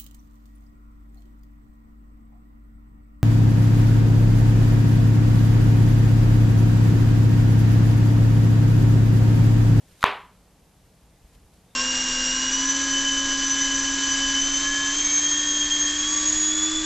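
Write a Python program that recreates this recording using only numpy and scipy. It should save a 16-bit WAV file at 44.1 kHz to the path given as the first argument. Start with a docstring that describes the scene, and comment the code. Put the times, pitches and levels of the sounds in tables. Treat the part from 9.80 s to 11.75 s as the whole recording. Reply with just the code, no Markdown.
"""A folding phone is flipped shut close to a microphone. Fingers rub the case, the hinge scrapes and ticks
twice and one edge touches. Air puffs from the closing gap, which pops, and the halves clap together, ringing in
damped modes that just overload the recorder. The phone settles with a last tick while a small room
reverberates. Later come soft bumps and rubs of the hands and one faint squeak on the glass. A low rumble, a
faint hum and a hiss lie under it all."""
import sys
import numpy as np
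from scipy import signal
from scipy.fft import rfft, irfft, next_fast_len
from scipy.io import wavfile
from scipy.ndimage import map_coordinates

SR = 44100
rng = np.random.default_rng(int(sys.argv[2]) if len(sys.argv) > 2 else 0)


def file_out(sig):
    """Save sig as 16-bit WAV at sys.argv[1]."""
    # one column per channel
    cols = np.atleast_2d(sig).T
    # limit, then scale
    lim = np.clip(cols, -1, 1)
    pcm = np.round(lim * 32767).astype(np.int16)
    wavfile.write(sys.argv[1], SR, pcm)


N = 85995
T = np.arange(N) / SR
NOISE_TOP_HZ = 13300  # band limit of echoes, rubs and background noise


def amp(db):
    """Decibels to amplitude ratio."""
    return 10 ** (np.asarray(db) / 20)


def unit(x):
    """Normalisation to rms 1."""
    return x / np.sqrt(np.mean(x ** 2) + 1e-20)


def along(points, hz):
    """Interpolation of (frequency, value) points on a log frequency axis."""
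    freqs, values = np.transpose(points)
    return np.interp(np.log(hz + 1), np.log(freqs + 1), values)


def filtered(x, response):
    """Linear filtering: the spectrum times a frequency response."""
    size = next_fast_len(N + SR // 2)
    return irfft(rfft(x, size) * response(np.fft.rfftfreq(size, 1 / SR)), size)[..., :N]


def wobble(rate):
    """Smooth random modulation: a spline through rate knots a second."""
    knots = rng.standard_normal(int(N * rate / SR) + 4)
    return map_coordinates(knots, [np.arange(N) * rate / SR])


def swell(centre, half):
    """A Gaussian pulse, down to 1/e at half seconds from its centre."""
    return np.exp(-((T - centre) / half) ** 2)


def decay(t, t60):
    """Exponential damping: 60 dB in t60 seconds."""
    return np.exp(-np.log(1000) * t / t60)


def stereo(mid, side):
    """Sum and difference give left and right."""
    return np.array([mid + side, mid - side])


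def ring(start, modes, attack):
    """Free vibration after one excitation: a sum of damped sinusoids."""
    t = np.maximum(T - start, 0)
    vibration = sum(amp(db) * decay(t, t60) * np.sin(2 * np.pi * hz * t) for hz, db, t60 in modes)
    return (1 - np.exp(-t / attack)) * vibration


def crack(start, db, t60, side_db=-6):
    """Contact noise: a broadband burst as two hard faces meet."""
    mid, side = rng.standard_normal((2, N))
    envelope = amp(db) * (T > start) * decay(np.maximum(T - start, 0), t60)
    return envelope * stereo(mid, amp(side_db) * side)


TOUCH_S, CLAP_S = .2286, .2404
# resonance of the air gap (frequency [Hz], relative level [dB], T60 [s])
GAP_MODES = [(1062, 0.5, 0.0066)]
# modes of the closed body (frequency [Hz], relative level [dB], T60 [s])
BODY_MODES = [(510, -15, 0.0079), (1896.7, -7.5, .0045), (3420, -17, .0055), (3840, -13.5, .0046),
              (6140, -21.5, .003), (9840, -30.5, 0.0031)]


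def clap():
    """Expelled air puffs and the gap resonates; impact then excites body modes, damped by the hand."""
    contact_s = CLAP_S + .0005
    puff = amp(-9) * swell(CLAP_S, half=.0004)
    pop = ring(CLAP_S, GAP_MODES, attack=.00002)
    knock = ring(contact_s, BODY_MODES, attack=.00005) + crack(contact_s, db=-30.5, t60=.007)
    return amp(6) * (puff - pop + knock)


# modes of the edge that lands first (frequency [Hz], relative level [dB], T60 [s])
EDGE_MODES = [(1400, 1, .0075), (1850, -7, 0.0083), (2900, -14, 0.008), (4150, -11.5, .004),
              (5800, -20.5, .003), (11400, -21.5, .003)]


def touch():
    """A small source radiates bass poorly, so the edge's impact is a thin tick."""
    tick = ring(TOUCH_S, EDGE_MODES, attack=.00046) + crack(TOUCH_S, db=-26, t60=.0093)
    bass_cut = signal.butter(4, 1050, "high", fs=SR, output="sos")
    return amp(-4.5) * signal.sosfilt(bass_cut, tick)


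# light impacts in the hinge and frame (time [s], level [dB])
HINGE_TICKS = [(0.2085, -34.5), (0.2212, -25.5), (0.2630, -22)]
# modes of each tick (frequency [Hz], relative level [dB], T60 [s])
HINGE_MODES = [(1259, -11, .008), (2410, -10.5, 0.0066), (3722, -3, .005), (6200, -8, .003),
               (9500, -19, 0.0035)]


def hinge():
    """Impulse excitation: each tick rings the same modes as the phone folds and settles."""
    return sum(amp(db) * (ring(s, HINGE_MODES, attack=.0001) + crack(s, db=-17.5, t60=.004))
               for s, db in HINGE_TICKS)


def narrow(hz, half_width_hz):
    """Resonance: white noise through one narrow peak, at rms 1."""
    noise = rng.standard_normal(N)
    return unit(filtered(noise, lambda f: 1 / (1 + ((f - hz) / half_width_hz) ** 2)))


# fingers rubbing the case and, just before the snap, the hinge scraping (time [s], half length [s], level [dB])
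RUBS = [(.03, 0.084, -73.5), (0.187, 0.15, -62), (.22, .013, -54), (1.48, .05, -69),
        (1.552, .02, -65.5), (1.76, .045, -68.5)]
# spectrum of skin friction (frequency [Hz], relative density [dB])
SKIN_SPECTRUM = [(500, -12), (1500, -1.5), (3200, -1), (5500, -3), (13000, -7)]
# dull bumps of the moving hands (time [s], half length [s], level [dB])
HAND_BUMPS = [(0.13, 0.014, -53), (1.245, 0.019, -54.5), (1.441, .025, -50), (1.565, 0.025, -52),
              (1.65, 0.026, -49.5), (1.775, .035, -55.5)]


def fingers():
    """Friction gives broadband rubs of the fingers and a scrape of the hinge, and a narrowband squeak on the
    glass; the hands bump."""
    strokes = sum(amp(db) * swell(s, half) for s, half, db in RUBS)
    rubs = strokes * amp(2 * wobble(140)) * coloured_noise(SKIN_SPECTRUM)
    jolts = sum(amp(db) * swell(s, half) for s, half, db in HAND_BUMPS)
    bumps = jolts * narrow(hz=55, half_width_hz=12.4)
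    squeak = amp(-71.5) * swell(1.915, half=.052) * narrow(hz=3630, half_width_hz=120)
    return rubs + bumps + squeak


WALL_S, BUILD_S = .002, .009  # delay of the first reflection, time for the echoes to thicken
# reverberation time (frequency [Hz], T60 [s])
REVERB_TIMES = [(100, .28), (400, .39), (750, .37), (1050, .42), (1600, .38), (2500, .35), (5000, .33),
                (12000, .38)]
# colour of the reverberation (frequency [Hz], relative gain [dB])
REVERB_COLOUR = [(80, -2.5), (200, 4.5), (320, 7), (430, 13), (600, 14), (820, 16), (1020, 20.5),
                 (1450, 15), (2500, 15), (3600, 8), (4600, -1), (5800, -14), (8000, -19), (13000, -25)]


def echoes(start):
    """The diffuse field of one blow: noise that builds up, then decays at each band's own rate."""
    hz, t, spectrum = signal.stft(rng.standard_normal(N), SR, nperseg=256)
    damping = decay(np.maximum(t - start, 0), along(REVERB_TIMES, hz)[:, None])
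    tail = signal.istft(spectrum * damping, SR, nperseg=256)[1][:N]
    tail *= 1 - np.exp(-np.maximum(T - start - WALL_S, 0) / BUILD_S)
    tail /= np.linalg.norm(tail)
    return filtered(tail, lambda f: amp(along(REVERB_COLOUR, f)) * (f < NOISE_TOP_HZ))


# prominent room modes (frequency [Hz], level [dB], T60 [s])
STANDING_WAVES = [(404, -28, .3), (772, -34, .27), (940, -33, .33), (992, -26, .37), (1131, -31, .34),
                  (1410, -37, .35), (1625, -37, .28), (2087, -37, .29), (2498, -39, .3), (2692, -38, .28)]
# stereo width of the clap's echoes (frequency [Hz], side over mid [dB])
REVERB_WIDTH = [(500, -48.5), (2000, -43.5), (5000, -18), (10000, -8)]


def room(touch_db=-12, clap_db=3):
    """Reverberation, nearly mono, follows both blows; the clap also excites standing waves."""
    mid = amp(touch_db) * echoes(TOUCH_S) + amp(clap_db) * echoes(CLAP_S)
    mid += ring(CLAP_S + WALL_S, STANDING_WAVES, attack=.018)
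    side = amp(clap_db) * filtered(echoes(CLAP_S), lambda hz: amp(along(REVERB_WIDTH, hz)))
    return stereo(mid, side)


# stereo width of steady noise (frequency [Hz], side over mid [dB])
NOISE_WIDTH = [(60, -20.5), (110, -19), (200, -17.5), (380, -11), (700, -14), (1290, -9.5), (2380, -9.5),
               (4400, -7.5), (8120, -0.5), (15000, -7)]


def coloured_noise(spectrum):
    """Partly coherent stereo noise of rms 1: nearly mono in the bass, wider in the treble."""
    colour = lambda hz: amp(along(spectrum, hz)) * (hz < NOISE_TOP_HZ)
    mid = filtered(rng.standard_normal(N), colour)
    side = filtered(rng.standard_normal(N), lambda hz: colour(hz) * amp(along(NOISE_WIDTH, hz)))
    return unit(stereo(mid, side))


# the room's rumble (frequency [Hz], relative density [dB])
RUMBLE_SPECTRUM = [(12, -36), (20, -14), (54, -0.5), (70, -8), (86, -8.5), (136, -10), (172, -9),
                   (300, -20.5), (390, -50), (660, -120)]
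# the even hiss (frequency [Hz], relative density [dB])
HISS_SPECTRUM = [(150, -30.5), (250, -2.5), (320, -2.5), (354, -6), (476, -2.5), (553, -6), (600, -5.5),
                 (822, -7.5), (1400, -14.5), (13000, -21)]


def background(hum_hz=175.3):
    """The noise floor: random modulation makes a hum waver and a rumble heave under a stationary hiss."""
    hum = amp(-71 + 3 * wobble(17)) * np.sin(2 * np.pi * hum_hz * T + wobble(22))
    rumble = amp(-59 + 1.1 * wobble(9)) * coloured_noise(RUMBLE_SPECTRUM)
    hiss = amp(-61.5) * coloured_noise(HISS_SPECTRUM)
    return rumble + hum + hiss


def scene():
    """Superposition of the phone in the centre, the hands, the room and the background."""
    return hinge() + touch() + clap() + fingers() + room() + background()


def record(dry):
    """Saturation flattens the loudest swings; a low-pass rolls the treble off to the band limit."""
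    ceiling, roll_off_hz, top_hz = .95, 13600, 16200
    clipped = dry / (1 + np.abs(dry / ceiling) ** 8) ** (1 / 8)
    return filtered(clipped, lambda hz: (hz < top_hz) / (1 + (hz / roll_off_hz) ** 24))


dry = scene()
out = record(dry)
file_out(out)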